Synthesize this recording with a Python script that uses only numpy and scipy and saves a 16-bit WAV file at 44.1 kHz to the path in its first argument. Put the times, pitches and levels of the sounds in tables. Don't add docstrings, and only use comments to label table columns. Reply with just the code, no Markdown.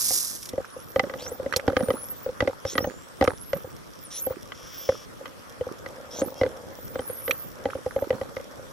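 import sys
import numpy as np
from scipy import signal
from scipy.fft import rfft, irfft, next_fast_len
from scipy.io import wavfile
from scipy.ndimage import uniform_filter1d, map_coordinates

SR = 44100
rng = np.random.default_rng(int(sys.argv[2]) if len(sys.argv) > 2 else 0)


def dump(signal):
    limited = np.clip(np.atleast_2d(signal).T, -1, 1)
    pcm = np.round(limited * 32767).astype(np.int16)
    wavfile.write(sys.argv[1], SR, pcm)


N = 384552
T = np.arange(N) / SR
TOP_HZ = 15830


def amp(db):
    return 10 ** (np.asarray(db) / 20)


def unit(x):
    return x / np.sqrt(np.mean(x ** 2) + 1e-20)


def along(points, hz):
    pitches, values = np.transpose(points)
    return np.interp(np.log(hz + 1), np.log(pitches + 1), values)


def wobble(rate):
    return map_coordinates(rng.standard_normal(int(N * rate / SR) + 4), [T * rate])


def filtered(x, response):
    size = next_fast_len(N + SR // 2)
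    return irfft(rfft(x, size) * response(np.fft.rfftfreq(size, 1 / SR)), size)[..., :N]


def resonances(modes):
    return lambda f: sum(amp(db) * 1j * f * width / (hz * hz - f * f + 1j * f * width)
                         for hz, width, db in modes)


def level(rows, fade_s=0.024):
    times, db = np.transpose(rows)
    return amp(np.interp(T, times, db)) * np.clip(np.minimum(T - times[0], times[-1] - T) / fade_s + 1, 0, 1)


def grains(rate, spread_db):
    size = amp(spread_db * rng.exponential(size=N)) * rng.standard_normal(N)
    return size * (rng.random(N) < rate / SR)


def placed(x, pan_db, lag_s, scatter_db=-4):
    side = np.array([[.5], [-.5]])
    direct = filtered(x, lambda f: amp(pan_db * side) * np.exp(-2j * np.pi * f * lag_s * side))
    tail = rng.standard_normal((2, SR // 40)) * amp(-60 * T[:SR // 40] / 0.008)
    echoes = signal.fftconvolve(direct, tail / np.linalg.norm(tail[0]), axes=1)[:, :N]
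    return direct + amp(scatter_db) * echoes


# pitch_hz, width_hz, level_db
PORT_TONES = [(3370, 330, 0), (5550, 520, 4.5), (10560, 530, -9), (12300, 2400, -5)]
def port(f, leak_db=-14):
    leak = amp(leak_db) * f / (f + 3000)
    return (resonances(PORT_TONES)(f) + leak) / (1 + (f / 14300) ** 20)


# pitch_hz, level_db
SEA_COLOUR = [(25, 4.5), (100, 3), (500, -3.5), (800, -11), (1200, -4.5), (1700, -11), (2600, -20.5),
              (13000, -27.5), (15700, -45)]
# pitch_hz, likeness (1 the same, -1 opposite)
SEA_LIKENESS = [(200, -0.63), (5000, 0.066)]
def sea():
    spectrum = signal.stft(rng.standard_normal((2, N)), nperseg=512)[2]
    patches = uniform_filter1d(uniform_filter1d(rng.standard_normal(spectrum.shape[1:]), 8, 0), 8, 1)
    noise = signal.istft(spectrum * amp(2.2 * unit(patches)), nperseg=512)[1][:, :N]
    colour = lambda f: amp(along(SEA_COLOUR, f)) * (1 + 0.57 * abs(port(f)))
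    spread = lambda f: np.arccos(np.clip(along(SEA_LIKENESS, f), -1, 1)) / 2
    mid, side = filtered(noise, lambda f: colour(f) * [np.cos(spread(f)), np.sin(spread(f))])
    return amp(-43.5 + 0.41 * wobble(1.0)) * unit(np.array([mid + side, mid - side]))


# time_s, level_db
FIZZ_LEVELS = [(0, -24.5), (.14, -22), (.34, -36), (.49, -49), (.52, -66)]
def fizz():
    def colour(f):
        through_port = np.hypot(abs(port(f)), 1.27 / (1 + (f / 13600) ** 20))
        treble = .12 + 1 / (1 + (4600 / (f + 1)) ** 8)
        return through_port * treble / np.hypot(1, f / 12000)

    froth = unit(grains(3000, 0.73)) + 0.3 * rng.standard_normal(N)
    cloud = placed(froth, pan_db=-5.5, lag_s=0.000185, scatter_db=-6) + 0.55 * rng.standard_normal((2, N))
    return level(FIZZ_LEVELS) * unit(filtered(cloud * amp(1.1 * wobble(92.5)), colour))


def ring(modes, t, attack_s):
    tones = sum(amp(db + rng.normal(0, 5) - 60 * t / fade_s)
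                * np.sin(2 * np.pi * hz * rng.normal(1, 0.032) * t) for hz, db, fade_s in modes)
    tones *= 1 - np.exp(-t / attack_s)
    return tones / np.abs(tones).max()


# pitch_hz, level_db, fade_s (time to fall 60 dB)
AIR_TONES = [(92, -12.5, 0.04), (276.6, -11.5, 0.033), (521.6, 1, 0.045), (778, -16.5, 0.048)]
WALL_TONES = [(1233, 11, 0.025), (1510, 23.5, 0.0073), (1982, 12.5, 0.025), (3096, 3.5, 0.024)]
# start_s, level_db, crack_db (higher is sharper)
CASE_KNOCKS = [(0.105, -22.5, -19), (0.533, -20, -31), (0.579, -15, -30), (0.764, -28, -39),
               (0.96, -8.5, -21.5), (0.995, -10.5, -10), (1.038, -18.5, -20.5), (1.097, -25, -11.5),
               (1.138, -21.5, -14), (1.265, -27, -13), (1.317, -23, -30), (1.398, -20, -27.5),
               (1.461, -16.5, -27), (1.537, -21, -4), (1.562, -16, -33), (1.679, -5.5, -20.5),
               (1.73, -19, -27), (1.767, -7, -14), (1.806, -12.5, -26), (1.885, -12.5, -27),
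               (1.904, -9.5, -17.5), (2.262, -17, -30.5), (2.29, -21.5, -24), (2.405, -12.5, -9.5),
               (2.423, -9, -26), (2.475, -9.5, -20), (2.651, -14.5, -21), (2.754, -17.5, -16),
               (2.78, -10.5, -8.5), (2.804, -19, -31), (2.843, -14, -20.5), (2.871, -16.5, -51),
               (3.211, -5.5, -21.5), (3.224, -6, -20), (3.276, -6.5, -16), (3.532, -12, -16.5),
               (3.644, -25.5, -42), (4.268, -15, -28), (4.306, -18.5, -35), (4.52, -32, -3.5),
               (4.89, -7.5, -25), (5.21, -30, -31), (5.257, -30, -7), (5.61, -16.5, -29),
               (5.667, -21.5, -45), (5.861, -25.5, -10.5), (6.218, -9.5, -25.5), (6.413, -7.5, -24),
               (6.434, -11.5, -18.5), (6.463, -18.5, -21), (6.956, -16.5, -20), (6.992, -16.5, -20.5),
               (7.098, -22.5, -21.5), (7.279, -20, -12), (7.294, -17.5, -30), (7.655, -11, -23.5),
               (7.752, -18, -30), (7.862, -15.5, -31), (7.962, -11.5, -29.5), (8.022, -13.5, -34),
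               (8.105, -9.5, -23), (8.213, -16, -23.5), (8.367, -20.5, -15.5)]
def knocks():
    out, t = np.zeros((2, N + SR)), np.arange(SR // 8) / SR
    for start, db, crack_db in CASE_KNOCKS:
        hollow = np.clip(1 - amp(crack_db), .1, 1)
        rattle = zip(rng.uniform(0.00612, 0.034, size=3), rng.normal(-21.0, 5.6, size=3))
        for late_s, weaker_db in [(0, 0), *rattle]:
            soft_noise = uniform_filter1d(uniform_filter1d(rng.standard_normal((2, len(t))), 4), 5)
            snap = 0.69 * amp(-60 * t / 0.031) * soft_noise
            wall = np.array([ring(WALL_TONES, t, 0.00031), ring(WALL_TONES, t, 0.0013)]) + snap
            air = ring(AIR_TONES, t, 0.0027) + 0.32 * np.array([ring(AIR_TONES, t, 0.0022) for _ in "LR"])
            blow = hollow * air + amp(crack_db + 12.5 + 0.43 * weaker_db) * wall
            out[:, round((start + late_s) * SR):][:, :len(t)] += amp(db - 1.5 + weaker_db) * blow
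    return out[:, :N]


# start_s, pitch_hz, level_db
BUBBLE_POPS = [(1.525, 1640, -21), (1.562, 4130, -15.5), (1.596, 1980, -28.5), (7.309, 2200, -9.5)]
GURGLE_S, GURGLE_HZ, GURGLE_DB = .08, 645, -17
def pops():
    out, t = np.zeros(N + SR), np.arange(SR // 20) / SR
    swarm = [(start + GURGLE_S * rng.random(),
              GURGLE_HZ * np.exp(rng.normal(0, 0.53)),
              db + rng.normal(GURGLE_DB, 3.77)) for start, db, _ in CASE_KNOCKS for bubble in range(6)]
    for bubbles, cycles in (BUBBLE_POPS, 45), (swarm, 7):
        for start, hz, db in bubbles:
            age = t * hz / cycles
            rough = 1 + 0.84 * uniform_filter1d(rng.standard_normal(len(t)), int(SR / hz)) * np.sqrt(SR / hz)
            gain = amp(db - 60 * age) * (1 - np.exp(-t * hz))
            tone = np.sin(2 * np.pi * hz * t * (1 + 0.37 * age))
            out[round(start * SR):][:len(t)] += gain * rough * tone
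    return placed(out[:N], pan_db=-4.5, lag_s=0, scatter_db=1.0)


# start_s, level_db
NEAR_CLICKS = [(0.4273, -44), (0.4546, -45.5), (0.489, -42.5), (1.564, -31), (3.24, -42.5)]
def clicks():
    near, t = np.zeros(N + SR), np.arange(SR // 20) / SR
    for start, db in NEAR_CLICKS:
        gain = amp(db + 15.0 - 60 * t / 0.039) * (1 - np.exp(-t / 0.0011))
        near[round(start * SR):][:len(t)] += gain * rng.standard_normal(len(t))
    far = amp(-55) * unit(grains(90, 1.8))
    heard = filtered(near[:N], lambda f: port(f, leak_db=-0.5)) + filtered(far, port)
    return placed(heard, pan_db=-3, lag_s=0.00002)


# share_of_length, above_base_hz
SWEEP = [(0, 7), (.35, 3798), (.65, 7302), (1, 9504)]
VEE = [(0, 6297), (.07, 2304), (.15, 637), (.25, 5), (.4, 1094), (.64, 3400), (1, 6300)]
STEP = [(0, 3.1), (.08, 2600), (.24, 3600), (.6, 4500), (.84, 5639), (1, 7300)]
SAG = [(0, 1653), (.17, 844), (.5, 194), (.76, -5), (1, 1144)]
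DIP = [(0, 1898), (.22, 610), (.42, 0), (.75, 800), (1, 1600)]
DROP = [(0, 2600), (.4, 1600), (.75, 2), (1, 370)]
CLIMB = [(0, 693.5), (.14, -4), (.45, 1004), (.68, 2992), (.84, 4898), (1, 6300)]
STAIR = [(0, 3), (.04, 890), (.1, 1592), (0.331, 2904), (.56, 4522), (.7, 5898), (.89, 7711), (1, 10404)]
TERRACE = [(0, 0), (.2, 602), (.32, 1900), (.45, 2198), (.57, 3200), (1, 4500)]
# pitch_hz, gain_db
PITCH_CARRY = [(5600, 6.5), (8300, -17), (10600, -3.5), (12600, 5.5), (14800, -11)]
# start_s, length_s, shape, base_hz, level_db
WHISTLES = [(0.69, .56, TERRACE, 10200, -52.5), (0.898, 0.46, SAG, 13400, -54),
            (1.28, 0.088, SWEEP, 5680, -39), (1.773, 0.22, DIP, 13760, -42),
            (1.792, 0.47, CLIMB, 9480, -39.5), (2.71, 0.15, SWEEP, 6400, -36.5),
            (2.812, 0.89, STAIR, 5230, -48), (3.136, 0.061, DROP, 14500, -53),
            (3.523, 0.37, SAG, 13500, -62), (4.024, 0.29, VEE, 8730, -38.5),
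            (4.195, 0.12, SWEEP, 6000, -35.5), (4.676, 0.16, DROP, 12440, -44.5),
            (4.715, 0.19, DIP, 14560, -37), (6.195, 0.12, SWEEP, 5980, -40.5),
            (6.72, 0.46, SAG, 13300, -47), (6.78, 0.17, DIP, 13800, -41), (6.99, 0.53, STEP, 7770, -41.5),
            (7.066, 0.34, VEE, 8640, -38.5), (7.705, 0.45, CLIMB, 9370, -54.5)]
SWELL_DB, OCTAVE_DB = 2.5, -12
ECHO_S, ECHO_DB = .045, -25
def whistles():
    out = np.zeros((2, N))
    for start, length, shape, base_hz, db in WHISTLES:
        share, above_hz = np.transpose(shape)
        position = np.interp(T, start + length * share, np.arange(len(share)))
        points_hz = np.pad(base_hz + above_hz, 1, mode="reflect", reflect_type="odd")
        glide = map_coordinates(points_hz, [position + 1], order=2)
        pitch = uniform_filter1d(glide, SR // 50) * (1 + 0.006 * wobble(30))
        phase = 2 * np.pi * np.cumsum(pitch) / SR
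        tone = amp(along(PITCH_CARRY, pitch)) * np.sin(phase)
        octave = amp(OCTAVE_DB + along(PITCH_CARRY, 2 * pitch)) * (2 * pitch < TOP_HZ) * np.sin(2 * phase)
        rough = 1 + .55 * wobble(500)
        flutter = amp(3.5 * np.array([wobble(36), wobble(45)]))
        swell = np.sqrt(2) * level([(start, db - SWELL_DB), (start + length, db)])
        out += swell * flutter * rough * (tone + octave)
    out *= amp([[-1.1], [1.1]])
    out[0] = np.roll(out[0], 5)
    echo = np.pad(out, ((0, 0), (round(ECHO_S * SR), 0)))[:, :N]
    return out + amp(ECHO_DB) * echo


# time_s, level_db
RUB_LEVELS = [(0, -86), (1.2, -42), (2.1, -53), (3.4, -60.5), (5.7, -53.5), (6.25, -36), (6.9, -50.5),
              (8.3, -47.5), (8.72, -52.5)]
def rub():
    slips = unit(grains(700, 1.5)) * amp(3 * wobble(14))
    body = resonances([(hz, 4.1 / fade_s, db) for hz, db, fade_s in AIR_TONES])
    return level(RUB_LEVELS) * unit(filtered(slips, lambda f: body(f) / (1 + (f / 900) ** 2)))


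# start_s, end_s, level_db, from_hz, to_hz
SQUAWK_CALLS = [(1.19, 1.267, -46, 3050, 5900), (2.662, 2.738, -40.5, 5420, 6320),
                (4.114, 4.2, -41, 5790, 6000), (6.117, 6.215, -43.5, 5450, 6470)]
def squawks():
    pulses = grains(4000, 1.5) * amp(1.5 * wobble(120))
    rasp = unit(filtered(pulses, lambda f: port(f, leak_db=-8) / (1 + (f / 11000) ** 3)))
    out = np.zeros(N)
    for start, end, db, from_hz, to_hz in SQUAWK_CALLS:
        phase = 2 * np.pi * np.cumsum(np.interp(T, [start, end], [from_hz, to_hz])) / SR
        tone = np.sin(phase) + amp(-10) * np.sin(2 * phase) + amp(-7) * np.sin(0.65 * phase)
        swell = level([(start, db - 4), (end - .03, db), (end, db - 4)], fade_s=0.012)
        out += swell * (rasp + 1.4 * unit(wobble(1000) * tone))
    return placed(out, pan_db=0.5, lag_s=-0.000035, scatter_db=-10)


# start_s, loudest_s, end_s, clicks_per_s, level_db
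CLICK_RUNS = [(4.55, 4.888, 5.05, 320, -43.5), (6.355, 6.393, 6.43, 540, -46)]
BUZZ_SWELL_DB, BUZZ_WAVER = 8.5, .03
def buzzes():
    out = np.zeros(N)
    for start, peak, end, rate, db in CLICK_RUNS:
        count = np.cumsum(rate * (1 + BUZZ_WAVER * wobble(18))) / SR
        ticks = (np.diff(np.floor(count), prepend=0) > 0) * amp(1.9 * rng.standard_normal(N))
        echoes = .35 * rng.standard_normal(N)
        buzz = filtered(unit(ticks) + echoes, lambda f: port(f, leak_db=-25) / (1 + (f / 8000) ** 4))
        swell = level([(start, db - BUZZ_SWELL_DB), (peak, db), (end, db - BUZZ_SWELL_DB)], fade_s=0.0068)
        out += swell * unit(buzz)
    return placed(out, pan_db=1.5, lag_s=-.00001, scatter_db=-12)


def scene():
    dolphins = whistles() + squawks() + buzzes() + clicks()
    return dolphins + fizz() + pops() + knocks() + rub() + sea()


def record(dry):
    return filtered(dry, lambda hz: (hz < TOP_HZ) * (1j * hz / (45 + 1j * hz)) ** 2)


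dry = scene()
out = record(dry)
dump(out)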